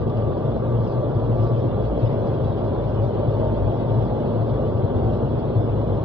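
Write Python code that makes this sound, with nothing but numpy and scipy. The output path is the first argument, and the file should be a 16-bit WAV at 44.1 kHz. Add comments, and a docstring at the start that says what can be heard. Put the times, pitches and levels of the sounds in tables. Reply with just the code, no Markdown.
"""Inside the glass chamber of a vertical wind tunnel: two close microphone ports, two flyers overhead.
From the start fan-driven air roars, the duct booms and sinks by turns, suits hiss, edges whistle faintly.
In the first 2.5 s limbs cut the stream in short rushes, and shed vortices sing, mostly near 1160 Hz.
From about 3 s the vortex tones crowd lower, around 600-900 Hz; near 5 s low ones swell under the roar.
The wind is still blowing at the end, 6 s in."""
import sys
import numpy as np
from scipy import signal
from scipy.fft import rfft, irfft, next_fast_len
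from scipy.io import wavfile
from scipy.ndimage import uniform_filter1d

SR = 44100
rng = np.random.default_rng(int(sys.argv[2]) if len(sys.argv) > 2 else 0)


def generate_wav(sig):
    """Save sig (samples, or channels by samples) to the path in sys.argv[1] as 16-bit PCM at SR."""
    pcm = np.round(np.clip(np.atleast_2d(sig).T, -1, 1) * 32767).astype(np.int16)
    wavfile.write(sys.argv[1], SR, pcm)


N = 266364
SIZE = next_fast_len(N + SR // 4, True)
FREQS = np.maximum(np.arange(SIZE // 2 + 1) * SR / SIZE, 1)
SIDES = np.array([[1], [-1]])   # left port, right port

# Levels in the tables are relative: each layer adds its own gain.
# strength of the stream: t/s, roar level/dB, hiss level/dB
STREAM_LEVELS = [(0, -28.5, -60.5), (1, -27.5, -60.5), (1.75, -27.5, -59.5), (2.1, -27.5, -58),
                 (2.6, -27, -59), (3.4, -27.5, -58.5), (4.2, -27.5, -59.5), (5, -27.5, -60),
                 (6, -27.5, -60)]
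# spectrum of turbulent air in the duct: f/Hz, level/dB
ROAR_SPECTRUM = [(20, -17.5), (42, -5), (75, -2.5), (165, 0.2), (290, -2.5), (390, 0.03), (560, -1),
                 (760, -10), (1050, -17), (1300, -25), (1600, -31), (2000, -45), (2800, -61)]
# slow swell of the duct's boom: t/s, level/dB
BOOM_SWELL = [(0, -22), (.5, -28.5), (1, -26.5), (1.6, -25.5), (2.2, -25.5), (2.8, -28), (3.3, -28),
              (4, -26), (4.6, -29), (5.1, -29), (6, -25.5)]
# pitch of the boom: t/s, f/Hz
BOOM_GLIDE = [(.2, 110), (.5, 116), (.9, 117), (1.5, 114), (2.1, 115), (2.5, 109), (3, 110), (3.2, 112),
              (3.45, 105), (3.7, 113), (4.3, 113), (4.7, 110), (5.5, 111), (6, 109)]
# moments when the low boom briefly swells or drops: t/s, half length/s, level/dB
BOOM_SURGES_AND_DIPS = [(.085, 0.013, -25), (.135, 0.032, -43), (0.21, 0.042, -20.5), (0.393, .03, -35),
                        (0.513, .022, -22.5), (0.794, 0.081, -19.5), (.87, 0.018, -35), (1.002, 0.024, -20),
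                        (1.17, 0.014, -16), (1.227, .015, -22.5), (1.315, 0.023, -17.5),
                        (1.428, 0.038, -19), (1.54, 0.014, -15.5), (1.665, 0.015, -17.5),
                        (1.728, .018, -21), (1.94, 0.028, -38), (2.044, 0.017, -15.5), (2.2, 0.034, -24),
                        (2.547, .025, -37), (2.76, 0.026, -37), (2.943, .016, -23.5), (3.033, 0.047, -19.5),
                        (3.195, 0.023, -23.5), (3.289, 0.014, -18), (3.375, 0.035, -21),
                        (3.517, 0.027, -23), (3.652, 0.044, -19.5), (3.928, 0.036, -22),
                        (3.995, 0.054, -19.5), (4.267, .07, -36), (4.403, 0.053, -21.5),
                        (4.713, .022, -21.5), (4.76, .02, -21.5), (4.847, 0.0086, -15.5),
                        (4.953, 0.017, -18.5), (5.057, .038, -21), (5.368, 0.018, -21), (5.515, 0.026, -46),
                        (5.577, 0.02, -15)]
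# swell of the rumble an octave below: t/s, level/dB
RUMBLE_SWELL = [(0, -33), (.28, -33), (.39, -52), (.53, -30), (.7, -38.5), (1.3, -34), (1.65, -44),
                (1.9, -28), (2.3, -48.5), (2.9, -31), (3.45, -37.5), (3.63, -25), (3.78, -44),
                (4.08, -30.5), (4.4, -44), (4.58, -33), (4.72, -43.5), (5.08, -32), (5.5, -39.5),
                (5.87, -29), (6.04, -39)]
# steady resonances of duct and chamber: f/Hz, width/Hz, level/dB
DUCT_RESONANCES = [(88.9, 3.4, -38.5), (135.7, 8.8, -31.5), (147, 2.4, -44.5), (230.3, 14, -38),
                   (351.2, 8.6, -40.5), (418, 9.7, -50), (579.7, 8.8, -43), (645, 20, -43), (908, 8, -54.5),
                   (1160, 30, -52)]
# tones sung by shed vortices: t/s, half length/s, f/Hz, level/dB
VORTEX_TONES = [(.07, 0.11, 1172, -47), (.283, .07, 1163, -44.5), (.44, .05, 1168, -48),
                (.752, .09, 1160, -45.5), (1, .11, 1164, -44.5), (1.19, .06, 1162, -48.5),
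                (1.453, .09, 1159, -45), (1.75, .13, 1162, -52.5), (3.194, .06, 1163, -46.5),
                (4.7, .13, 1156, -49), (1.4, 0.58, 1340, -60), (2.75, .15, 993, -44.5),
                (3.5, .2, 913, -42.5), (3.93, .22, 913, -42.5), (4.42, .16, 906, -46),
                (3.699, .13, 840, -44), (4.149, .1, 846, -42), (1.061, .05, 580, -33),
                (2.143, .11, 581, -33.5), (3.204, 0.05, 583, -35), (3.424, 0.088, 578, -31.5),
                (3.582, .05, 598, -32), (4.224, .055, 583, -30.5), (4.329, 0.055, 575, -30.5),
                (3.44, .08, 637, -34), (3.707, .11, 675, -37.5), (4.022, 0.04, 639, -38),
                (5.04, .1, 765, -37.5), (.53, 0.32, 229, -36.5), (4.2, .2, 233, -33.5), (5, .28, 240, -35),
                (5.1, 0.41, 84, -32)]
# spectrum of air over the suits: f/Hz, level/dB
SUIT_SPECTRUM = [(1300, -18), (2000, 1), (2420, -2), (2800, 1.5), (3400, 0.5), (3750, -4.5), (4100, -6),
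                 (4750, -9.5), (5400, -13.5), (5800, -16.5), (6100, -26.5)]
# limbs cutting through the stream: t/s, half length/s, level/dB
LIMB_RUSHES = [(.89, .09, -61), (1.19, .04, -67), (1.46, .06, -59.5), (2.02, .045, -63), (2.47, .05, -67)]
# spectrum of their brighter hiss: f/Hz, level/dB
LIMB_SPECTRUM = [(2500, -12), (3500, -2), (4300, 0), (5200, -2), (6000, -13)]
# whistles at edges in the stream: f/Hz, width/Hz, level against the hiss curve/dB
EDGE_WHISTLES = [(3324, 85, -6.5), (3508, 46, -7), (4060, 79, -15)]
# sound field at the two microphone ports: f/Hz, likeness (-1..1), left lag/rad, left minus right/dB
MIC_FIELD = [(40, .94, .15, .6), (110, .98, .54, 3), (330, .91, 1.03, .2), (750, .8, 1.19, 0),
             (1150, .8, .61, .8), (1550, .9, 0, .4), (1800, .45, -.38, -.2), (2050, -.34, -.45, 1.2),
             (2500, -.58, 0, .2), (3100, -.29, .27, 0), (3500, .2, 1.5, -.3), (3950, .74, .19, 0),
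             (4250, .62, .15, 0), (4500, .1, .5, 0), (4900, -.3, -.85, 0)]

ROAR_DB, BOOM_DB, TONE_DB, HISS_DB = 3, -0.57, 0.4, 4.5   # layer gains
BOOM_HZ, RUMBLE_HZ = 113.07, 56.26
CROSSING_S = .0131   # mean delay of the echo across the chamber
GRAIN_EDGES_HZ = np.geomspace(1200, 7000, 49)
TREBLE_EDGE_HZ, MIRROR_HZ, CUTOFF_HZ = 6850, 9600, 10700


def roar(level_db):
    """The fan-driven stream roars all round the microphone, stirred slightly by eddies."""
    eddies_db = .5 * drift(rate=24)
    air = turbulence(colour(ROAR_SPECTRUM))
    return from_db(level_db + ROAR_DB + eddies_db) * glass_echo(air, echo_db=-9.5, sway=.018)


def glass_echo(x, echo_db, sway):
    """The curved glass throws the upper roar back; a swaying path makes the hollow colour waver."""
    upper = signal.sosfiltfilt(signal.butter(2, 550, "high", fs=SR, output="sos"), x)
    n = np.arange(N)
    sent_at = n - CROSSING_S * SR * (1 + sway * drift(rate=.4))
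    echo = np.array([np.interp(sent_at, n, side, left=0) for side in upper])
    return rms_one(x + from_db(echo_db) * echo)


def duct():
    """The air column booms on two low notes an octave apart, the upper gliding, among weaker modes."""
    glide_hz = in_time(BOOM_GLIDE)[0] - BOOM_HZ
    boom = boom_strength() * bend(oscillation(BOOM_HZ, width_hz=5.05, steadiness=1.0), glide_hz)
    rumble = from_db(in_time(RUMBLE_SWELL)[0]) * oscillation(RUMBLE_HZ, width_hz=0.88, steadiness=0.5)
    modes = sum(from_db(db) * turbulence(resonance(hz, width)) for hz, width, db in DUCT_RESONANCES)
    return boom + rumble + modes


def boom_strength(uneven_db=1.7):
    """The boom swells slowly and a little unevenly, with brief surges and dips."""
    strength = from_db(in_time(BOOM_SWELL)[0] + uneven_db * drift(rate=15))
    for s, half, db in BOOM_SURGES_AND_DIPS:
        strength += bump(s, half) * (from_db(db) - strength)
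    return from_db(BOOM_DB) * strength


def oscillation(hz, width_hz, steadiness):
    """A flow-fed resonance: its phase wanders while saturation partly evens its strength."""
    ringing = turbulence(resonance(hz, width_hz))
    power = uniform_filter1d(np.mean(ringing ** 2, axis=0), int(4 * SR / BOOM_HZ))   # four boom cycles
    return rms_one(ringing / (power + 0.074) ** (steadiness / 2))


def vortex_tones(waver_hz=7.5, flicker_db=1.8):
    """Shed vortices lock for a while onto an edge or a duct mode and sing a narrow, wavering tone."""
    out = np.zeros((2, N))
    _, lag, _ = in_frequency(MIC_FIELD)
    waver = waver_hz * drift(rate=11)
    flicker = from_db(flicker_db * drift(rate=18))
    for s, half, hz, db in VORTEX_TONES:
        start_turn = rng.random()
        offset = int(rng.random() * N)   # each tone wavers and flickers in its own way
        swell = bump(s, half) * np.roll(flicker, offset)
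        on = swell > from_db(-50)
        phase = 2 * np.pi * (start_turn + np.cumsum(hz + np.roll(waver, offset)[on]) / SR)
        at_ports = np.sqrt(2) * np.sin(phase - SIDES * np.interp(hz, FREQS, lag) / 2)
        out[:, on] += from_db(db + TONE_DB) * swell[on] * at_ports
    return out


def suits(level_db, rasp_db=0.53):
    """Overhead, air hisses over the suits and rushes brighter where a limb cuts through it."""
    hiss = from_db(level_db + HISS_DB) * turbulence(colour(SUIT_SPECTRUM))
    rasp = rms_one(from_db(rasp_db * drift(rate=63)))
    swells = sum(from_db(db) * bump(s, half) for s, half, db in LIMB_RUSHES)
    limbs = swells * turbulence(colour(LIMB_SPECTRUM))
    spectrum = rfft(rasp * (hiss + limbs), SIZE)
    bands = zip(GRAIN_EDGES_HZ, GRAIN_EDGES_HZ[1:], hiss_grain())
    return sum(gain * irfft(spectrum * ((FREQS >= low) & (FREQS < high)), SIZE)[:, :N]
               for low, high, gain in bands)


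def hiss_grain(steps_per_s=40):
    """Grainy hiss: each band's level flickers at random, partly together, partly on its own."""
    shared_db = .55 * drift(rate=22)
    band_db = rng.uniform(-14.3, 5.5, (len(GRAIN_EDGES_HZ) - 1, N * steps_per_s // SR + 2))
    steps = np.arange(N) * steps_per_s / SR
    return [rms_one(from_db(shared_db + np.interp(steps, np.arange(len(row)), row))) for row in band_db]


def edge_whistles(level_db, sputter_db=2.2, waver_hz=35):
    """In the background, edges in the stream whistle and sputter, rising and falling with the hiss."""
    out = np.zeros((2, N))
    for hz, width, db in EDGE_WHISTLES:
        strength = from_db(level_db + db + sputter_db * drift(rate=30))
        out += strength * bend(turbulence(resonance(hz, width)), waver_hz * drift(rate=12))
    return out


def turbulence(gain):
    """Random pressure of a given colour as it reaches the two microphone ports; unit power."""
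    alike, lag, balance_db = in_frequency(MIC_FIELD)
    common, apart = rfft(rng.standard_normal((2, SIZE)))
    pair = np.sqrt(1 + alike) * common + SIDES * np.sqrt(1 - alike) * apart
    pair = pair * np.exp(-.5j * SIDES * lag) * from_db(SIDES * balance_db / 2)
    return rms_one(irfft(pair * gain, SIZE)[:, :N])


def colour(spectrum):
    """Gain of a broad spectrum that falls away beyond its ends."""
    skirts = np.minimum(FREQS / spectrum[0][0], 1) * np.minimum(spectrum[-1][0] / FREQS, 1)
    return from_db(in_frequency(spectrum)[0]) * skirts ** 2


def resonance(hz, width_hz):
    """Gain of a resonance: 1 on top, a half at width_hz to either side."""
    return 1 / (1 + ((FREQS - hz) / width_hz) ** 2)


def drift(rate):
    """Random wander with spread 1, mostly slower than rate (Hz)."""
    return rms_one(irfft(rfft(rng.standard_normal(SIZE)) / (1 + (FREQS / rate) ** 2), SIZE)[:N])


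def bend(x, shift_hz):
    """Move a narrow sound up or down by a changing number of hertz."""
    return np.real(signal.hilbert(x, SIZE)[:, :N] * np.exp(2j * np.pi * np.cumsum(shift_hz) / SR))


def bump(centre_s, half_s):
    """A smooth swell of height 1."""
    return np.exp(-((np.arange(N) / SR - centre_s) / half_s) ** 2)


def in_time(rows):
    """Each column of a curve table, sample by sample."""
    s, *columns = np.transpose(rows)
    return [np.interp(np.arange(N) / SR, s, c) for c in columns]


def in_frequency(rows):
    """Each column of a spectrum table, joined on a log-frequency axis."""
    hz, *columns = np.transpose(rows)
    return [np.interp(np.log(FREQS), np.log(hz), c) for c in columns]


def from_db(db):
    """Decibels to gain."""
    return 10 ** (np.asarray(db) / 20)


def rms_one(x):
    """Scale to unit power."""
    return x / np.sqrt(np.mean(x ** 2) + 1e-20)


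def scene():
    """All the moving air, heard from the microphone's place inside the chamber."""
    roar_db, hiss_db = in_time(STREAM_LEVELS)
    return roar(roar_db) + duct() + vortex_tones() + suits(hiss_db) + edge_whistles(hiss_db)


def record(dry):
    """The treble falls away steeply above about 6 kHz; a faint, thin whistle higher up follows the bass."""
    dull = signal.sosfilt(signal.cheby2(20, 70, TREBLE_EDGE_HZ, fs=SR, output="sos"), dry)
    bass = signal.sosfilt(signal.butter(3, 420, fs=SR, output="sos"), dry)
    whistle = from_db(-62) * bass * np.cos(2 * np.pi * MIRROR_HZ * np.arange(N) / SR)
    return signal.sosfilt(signal.cheby2(20, 70, CUTOFF_HZ, fs=SR, output="sos"), dull + whistle)


dry = scene()
out = record(dry)
generate_wav(out)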